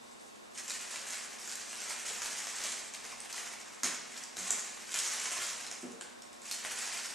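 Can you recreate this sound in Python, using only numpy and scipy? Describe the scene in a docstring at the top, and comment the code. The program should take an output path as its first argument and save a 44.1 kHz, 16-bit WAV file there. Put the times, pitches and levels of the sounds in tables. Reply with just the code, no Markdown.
"""Crumpled foil crackles on a table, a few metres away in a small room, as hands push tinsel sprigs into it.
Small creases tick in the treble, large ones crumple lower, and sharp snaps stand out: all bursts of noise.
A few taps are short fading notes; knocks are table tones with a dull thud of noise.
Behind it lie room tone, a mains buzz, a faint low drone and, in the side channel, microphone hiss."""
import sys
import numpy as np
from scipy import signal
from scipy.fft import rfft, irfft, next_fast_len
from scipy.io import wavfile
from scipy.ndimage import uniform_filter1d, map_coordinates

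SR = 44100
rng = np.random.default_rng(int(sys.argv[2]) if len(sys.argv) > 2 else 0)


def digitize_waveform(pressure):
    """Quantize a signal to 16-bit integers and store it at the path in sys.argv[1].

    Rows of a 2-D input are taken as channels; values are limited to [-1, 1].
    """
    field = np.atleast_2d(pressure).T
    bounded = np.clip(field, -1, 1)
    quanta = np.round(bounded * 32767).astype(np.int16)
    wavfile.write(sys.argv[1], SR, quanta)


N = 314874  # length in samples

# All levels in the tables are relative: later gains shift them.
# Room tone in the mid channel: pitch_hz, level_db (per Hz)
AIR_COLOUR = [(15, -49), (25, -16), (111, -13), (230, -6), (399, -3), (606, -4.5), (995, -5), (1080, -5),
              (1400, -7.5), (3670, -14), (7840, -16), (10700, -21.5), (12900, -24)]
# Microphone hiss in the side channel: pitch_hz, level_db (per Hz)
HISS_COLOUR = [(15, -56), (25, -26), (177, -7.5), (208, -3.5), (518, -2.5), (560, -4), (622, -2.5),
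               (2620, -15.5), (5160, -24), (11900, -28), (12900, -45)]
# Overtones of the mains buzz: multiple (of the mains pitch), level_db (rms)
BUZZ_OVERTONES = [(4, -71), (10, -75), (12, -73), (14, -75), (16, -74), (18, -70), (44, -81), (58, -80),
                  (59, -78), (61, -78), (63, -75), (64, -82), (69, -81), (72, -82), (80, -81), (83, -77),
                  (94, -79), (132, -80)]
# Overlapping swells of the crackle; some rows together shape one longer push:
# loudest_s, level_db, rise_s, fade_s, large_db (large creases against small ones)
CRACKLE_SWELLS = [(0.24, -57.5, 0.99, 0.43, -17), (0.589, -38.5, 0.061, 0.04, -10.5),
                  (0.69, -40, 0.12, 0.4, -8), (0.97, -40, 0.27, 0.069, -6), (1.11, -40, 0.18, 0.28, -4.5),
                  (1.51, -43, 0.38, 0.091, -6.5), (1.78, -43, 1, 0.27, -7), (1.91, -38, 0.2, 0.12, -4),
                  (2.09, -38, 0.27, .25, -7), (2.23, -37, 0.087, 0.28, -6.5), (2.39, -40.5, 0.23, 0.49, -7),
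                  (2.64, -36.5, 0.23, 0.33, -6), (2.94, -48, 0.015, 0.19, 1),
                  (3.079, -42.5, 0.08, 0.12, -2.5), (3.26, -49, 0.27, 0.17, -4),
                  (3.34, -40, 0.072, 0.45, -4), (3.75, -54, 0.38, 0.27, -1.5),
                  (3.84, -31.5, 0.01, 0.14, -4.5), (4.15, -43.5, 0.14, 0.22, -5.5),
                  (4.37, -39.5, 0.014, 0.48, -7), (4.47, -42.5, 0.18, 0.51, -2.5),
                  (4.51, -40.5, .01, 0.14, -6), (4.95, -34.5, 0.084, 0.6, -9), (5.2, -43.5, .5, 0.77, -2),
                  (5.45, -36, 0.73, 0.18, -6), (5.65, -44.5, 0.23, 0.29, -6), (6.02, -54.5, .02, 0.12, 0.5),
                  (6.22, -62, 0.039, 0.042, -9), (6.47, -42, 0.058, 0.16, -9), (6.52, -41, 0.039, 0.12, -8),
                  (6.66, -42.5, 0.18, 0.3, -4.5), (6.79, -39.5, 0.26, 0.38, -5),
                  (6.94, -39.5, 0.58, 0.63, -6.5)]
# Colour of a buckling crease: pitch_hz, level_db (per Hz)
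FOIL_COLOUR = [(250, -22.5), (400, -11), (700, -7), (1300, -4.5), (1900, -2.5), (2700, -4.5), (3600, -7.5),
               (5000, -4.5), (6200, -1.5), (7400, -0.5), (8600, -3.5), (10000, -10), (12400, -16.5)]
# Sharp snaps, two of them (at 5.0005 and 6.5237 s) probably echoes of a snap 11 ms earlier:
# start_s, level_db, low_db (low part against the high part), ring_hz
FOIL_SNAPS = [(0.5767, -28, -14, 7900), (0.68, -28, -12, 8080), (0.7058, -18.5, -20, 4840),
              (0.9414, -30.5, -8, 6700), (0.959, -23.5, -15, 7250), (1.0561, -30, -22, 7000),
              (1.475, -27, -17, 7800), (1.495, -23.5, -29, 8600), (1.5557, -22, -30, 5600),
              (1.8037, -29, -27, 7500), (2.0915, -27, -20, 7100), (2.2194, -26, -9, 7200),
              (2.2598, -22.5, -13, 7370), (2.47, -25.5, -14, 6600), (2.64, -30, -18, 7000),
              (2.938, -28.5, -17, 5300), (2.9471, -32, -24, 6900), (3.0445, -34, -23, 7100),
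              (3.2032, -28, -20, 9050), (3.3277, -21.5, -36, 5940), (3.354, -36, -19, 6900),
              (3.834, -18.5, -9, 7200), (4.2375, -29, -30, 7560), (4.369, -21, -8, 5360),
              (4.5063, -15.5, -13, 8950), (4.893, -34, -13, 6500), (4.9187, -24, -21.5, 8280),
              (4.9424, -18.5, -17, 7300), (4.9597, -18, -12, 5860), (4.974, -18.5, -28, 8800),
              (4.9894, -15.5, -39, 9200), (5.0005, -21, -25, 7800), (5.0095, -29, -25, 7000),
              (5.0335, -24, -20, 7000), (5.061, -27.5, -18, 6500), (5.1005, -25, -31, 6810),
              (5.161, -29, -22, 7140), (5.7138, -27, -7.5, 7350), (6.011, -31, -8, 8300),
              (6.221, -34, -30, 7500), (6.33, -39, -8, 3700), (6.419, -40, -22, 8300),
              (6.5128, -15, -30, 4360), (6.5237, -20, -26, 6300), (6.6494, -23.5, -3.5, 3780)]
# Small hollow taps, a wire stem on something stiff: start_s, level_db, pitch_hz
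STEM_TAPS = [(3.126, -36, 1100), (6.011, -35.5, 1540), (6.515, -28, 4260)]
# Pushes that reach the table: start_s, level_db, tilt_db (per octave, over the table tones),
# thud_db (cloth thud against the tones)
TABLE_KNOCKS = [(3.834, -44, 0, -18), (4.372, -51, -3, -18), (4.506, -53, 6, -15), (5.829, -42, 4, -4)]
# Natural tones of the table top: pitch_hz, level_db, decay_s (to fall 60 dB)
TABLE_MODES = [(100, -17, .15), (188, -2, .3), (250, 0, .26), (282, -4, .2), (345, -10, .15), (385, -5, .2),
               (460, -8, .12), (620, -13, .08)]
# Dull noise of a hand on the cloth: pitch_hz, level_db (per Hz)
THUD_COLOUR = [(60, -37), (200, -6), (330, 0), (600, -7), (1200, -18), (3000, -60)]
# First echoes from the table and nearest walls: delay_s (on average), level_db
FIRST_ECHOES = [(.0028, -4.5), (.0085, -10.5), (0.0113, -8), (.016, -14.5), (.019, -12)]
# How long the room rings: pitch_hz, decay_s (to fall 60 dB)
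ROOM_DECAY = [(200, 0.67), (1500, 0.97), (6000, 0.72), (12000, 0.34)]
# Colour of the echoes and room in the side channel: pitch_hz, level_db
SIDE_COLOUR = [(400, -10), (1200, -15), (2100, -23.5), (3800, -15.5), (6900, -15), (8300, -2.5),
               (10000, -5.5), (12400, -9)]

SPLIT_HZ = 2950  # large creases sound mostly below, small ones mostly above
TOP_HZ = 12560  # nothing passes from here up
MAINS_HZ = 59.975
DRONE_HZ, DRONE_DB = 215, -73
SWING_DB = 20  # a swell rises by this much in its rise time and falls by it in its fade time


def amp(db):
    """Turn a level in dB into a gain."""
    return 10 ** (np.asarray(db) / 20)


def unit(x):
    """Scale x to an average (rms) level of 1."""
    return x / np.sqrt(np.mean(x ** 2) + 1e-20)


def along(points, hz):
    """Read a curve of (pitch, value) points, with pitch on a log axis."""
    point_hz, values = np.transpose(points)
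    return np.interp(np.log(hz + 1), np.log(point_hz + 1), values)


def wobble(rate):
    """Draw a smooth random curve through rate random points a second."""
    points = rng.standard_normal(int(N * rate / SR) + 4)
    return map_coordinates(points, [np.arange(N) * rate / SR])


def filtered(x, response):
    """Multiply the spectrum of x by a response that depends on pitch."""
    size = next_fast_len(N + SR)
    spectrum = rfft(x, size) * response(np.fft.rfftfreq(size, 1 / SR))
    return irfft(spectrum, size)[..., :N]


def coloured(x, colour):
    """Give x the tone colour of a (pitch, level) table."""
    return filtered(x, lambda hz: amp(along(colour, hz)))


def part(x, low):
    """Keep the part of x under or over the split; the powers of the two parts add up to the whole."""
    def gain(hz):
        low_share = 1 / (1 + (hz / SPLIT_HZ) ** 4)
        return np.sqrt(low_share if low else 1 - low_share)
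    return filtered(x, gain)


def background():
    """Steady noise makes room tone and hiss; sines at mains multiples buzz, one more sine drones."""
    t = np.arange(N) / SR
    buzz = np.zeros(N)
    for multiple, db in BUZZ_OVERTONES:
        turns = multiple * MAINS_HZ * t + rng.random()
        buzz += np.sqrt(2) * amp(db) * np.sin(2 * np.pi * turns)
    buzz *= amp(-0.5 + 1.1 * wobble(5.4))
    drone_gain = np.sqrt(2) * amp(DRONE_DB + 0.61 * wobble(4.17))
    drone = drone_gain * np.sin(2 * np.pi * DRONE_HZ * t)
    air = amp(-59.0) * unit(coloured(rng.standard_normal(N), AIR_COLOUR))
    hiss = amp(-54) * unit(coloured(rng.standard_normal(N), HISS_COLOUR))
    return air + buzz + drone, hiss  # mid, side


def swells():
    """Gains of small and large creases: each swell rises and fades, and overlapping swells add in power."""
    loudest_s, db, rise_s, fade_s, large_db = np.transpose(CRACKLE_SWELLS)[..., None]
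    t = np.arange(0, N / SR + .002, .002)
    distance = np.where(t < loudest_s, (loudest_s - t) / rise_s, (t - loudest_s) / fade_s)
    swell_db = db - SWING_DB * distance
    gains = []
    for level_db in (swell_db, swell_db + large_db):
        total = np.linalg.norm(amp(level_db), axis=0)
        gains.append(np.interp(np.arange(N) / SR, t, total))
    return gains


def clicks(rate, spread_db, life_s, clump_db):
    """Random buckles, few big and many small: each is a burst of white noise that dies at once."""
    chance, size = rng.random(N), rng.exponential(size=N)
    size_db = spread_db * np.minimum(size, 4.0) + clump_db * wobble(40)
    kicks = (chance < rate / SR) * amp(size_db)
    power = signal.lfilter([1], [1, -np.exp(-1 / (life_s * SR))], kicks ** 2)
    # even out the local level, so that chance clicks make no swells of their own
    local_power = np.abs(uniform_filter1d(power, size=SR // 12)) + 1e-9
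    return unit(np.sqrt(power / local_power) * rng.standard_normal(N))


def patchy(x, depth_db):
    """Each crease has its own size, so the colour changes from one cluster of clicks to the next."""
    spectrum = signal.stft(x, nperseg=128)[2]
    field = rng.standard_normal(spectrum.shape)
    field = uniform_filter1d(field, size=4, axis=0)  # smooth over pitch
    field = uniform_filter1d(field, size=5, axis=1)  # smooth over time
    return signal.istft(spectrum * amp(depth_db * unit(field)), nperseg=128)[1][:N]


def foil():
    """Small creases tick in the treble, large ones crumple lower; snaps stand out of both."""
    small_gain, large_gain = swells()
    dense = clicks(rate=1700, spread_db=3.5, life_s=0.0003, clump_db=3.0)
    slower = clicks(rate=500, spread_db=6.0, life_s=0.0017, clump_db=2.0)
    coarse = 0.6 * dense + 0.83 * slower
    small = unit(part(coloured(patchy(dense, depth_db=2.5), FOIL_COLOUR), low=False))
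    large = unit(part(coloured(patchy(coarse, depth_db=1.0), FOIL_COLOUR), low=True))
    crackle = amp(-2) * (small_gain * small + large_gain * large)
    return crackle + snaps()


def snaps():
    """Each snap is a noise crack of a few ms with a brief ring at its own pitch, like a buckling facet."""
    high, low = np.zeros(N + SR), np.zeros(N + SR)
    t = np.arange(SR // 20) / SR
    ring_t = t[:128]
    for start_s, db, low_db, ring_hz in FOIL_SNAPS:
        crack = amp(-60 * t / 0.0054) * rng.standard_normal(len(t))
        crack = crack / np.abs(crack).max()
        facet = amp(-60 * ring_t / 0.00093) * np.sin(2 * np.pi * ring_hz * ring_t)
        ring = np.convolve(crack, facet / np.linalg.norm(facet))[:len(t)]
        here = slice(round(start_s * SR), round(start_s * SR) + len(t))
        high[here] += amp(db) * (0.85 * crack + 0.39 * ring)
        low[here] += amp(db + low_db) * crack
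    # snaps are brighter than the rustle
    bright = filtered(high[:N], lambda hz: amp(4.9 * np.log2(hz / 6000 + 0.21)))
    high_part = part(coloured(bright, FOIL_COLOUR), low=False)
    low_part = part(coloured(low[:N], FOIL_COLOUR), low=True)
    return amp(8.5) * high_part + amp(22.0) * low_part


def taps():
    """Each tap is one short note that fades by 60 dB in 18 ms."""
    out, t = np.zeros(N + SR), np.arange(SR // 10) / SR
    for start_s, db, pitch_hz in STEM_TAPS:
        note = amp(db - 60 * t / 0.018) * np.sin(2 * np.pi * pitch_hz * t)
        out[round(start_s * SR):][:len(t)] += note
    return out[:N]


def table():
    """A soft push sets the table top booming over a dull thud; both swell over some ms."""
    out, t = np.zeros(N + SR), np.arange(SR // 2) / SR
    dull = unit(coloured(rng.standard_normal(N), THUD_COLOUR))
    onset = (1 - np.exp(-t / 0.0023)) ** 2
    for start_s, db, tilt_db, thud_db in TABLE_KNOCKS:
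        start = round(start_s * SR)
        boom = np.zeros(len(t))
        for pitch_hz, mode_db, decay_s in TABLE_MODES:
            # every knock excites the tones a little differently
            level_db = mode_db + tilt_db * np.log2(pitch_hz / 250) + rng.normal(0, 2.4)
            tone = np.sin(2 * np.pi * (pitch_hz * t + rng.random()))
            boom += amp(level_db - 60 * t / decay_s) * tone
        thud = amp(thud_db - 60 * t / 0.4) * dull[start:][:len(t)]
        out[start:][:len(t)] += amp(db) * (boom + thud) * onset
    return out[:N]


def walls(x):
    """The table and nearest walls send back single copies; creases lie apart, so the delays drift."""
    n = np.arange(N)
    drift = .00025 * SR * wobble(25)
    echoes = np.zeros(N)
    for k, (delay_s, db) in enumerate(FIRST_ECHOES):
        direction = (-1) ** k  # neighbouring echoes drift opposite ways
        echoes += amp(db) * map_coordinates(x, [n - delay_s * SR + direction * drift])
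    return echoes


def room(x):
    """Fading noise smears x into mid and side reverb; each eighth of a second meets a fresh tail."""
    step, out = SR // 8, np.zeros((2, N + 2 * SR))
    noise = rng.standard_normal((N // step + 1, 2, SR // 2))
    hz, t, spectrum = signal.stft(noise, SR, nperseg=128, noverlap=32)
    decay = amp(-60 * t / along(ROOM_DECAY, hz)[:, None])
    tails = signal.istft(spectrum * decay, SR, nperseg=128, noverlap=32)[1]
    for k, tail in enumerate(tails):
        piece = x[None, k * step:][:, :step]
        answer = signal.fftconvolve(piece, tail / np.linalg.norm(tail[0]), axes=1)
        # the diffuse sound comes late, by 400 samples
        out[:, k * step + 400:][:, :answer.shape[1]] += answer
    return out[:, :N]


def scene():
    """The foil sits straight ahead; only echoes, room and hiss reach the side channel."""
    near = foil() + table() + taps()
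    early = walls(near)
    wet_mid, wet_side = room(near)
    air, hiss = background()
    mid = amp(-4.0) * (near + early) + amp(-5.0) * wet_mid + air
    side = coloured(wet_side + 0.42 * walls(near), SIDE_COLOUR) + hiss
    left_right_db = [[-.3], [.3]]
    return np.array([mid + side, mid - side]) * amp(left_right_db)


def record(dry):
    """Cut everything from the band limit up."""
    return filtered(dry, lambda hz: hz < TOP_HZ)


dry = scene()
out = record(dry)
digitize_waveform(out)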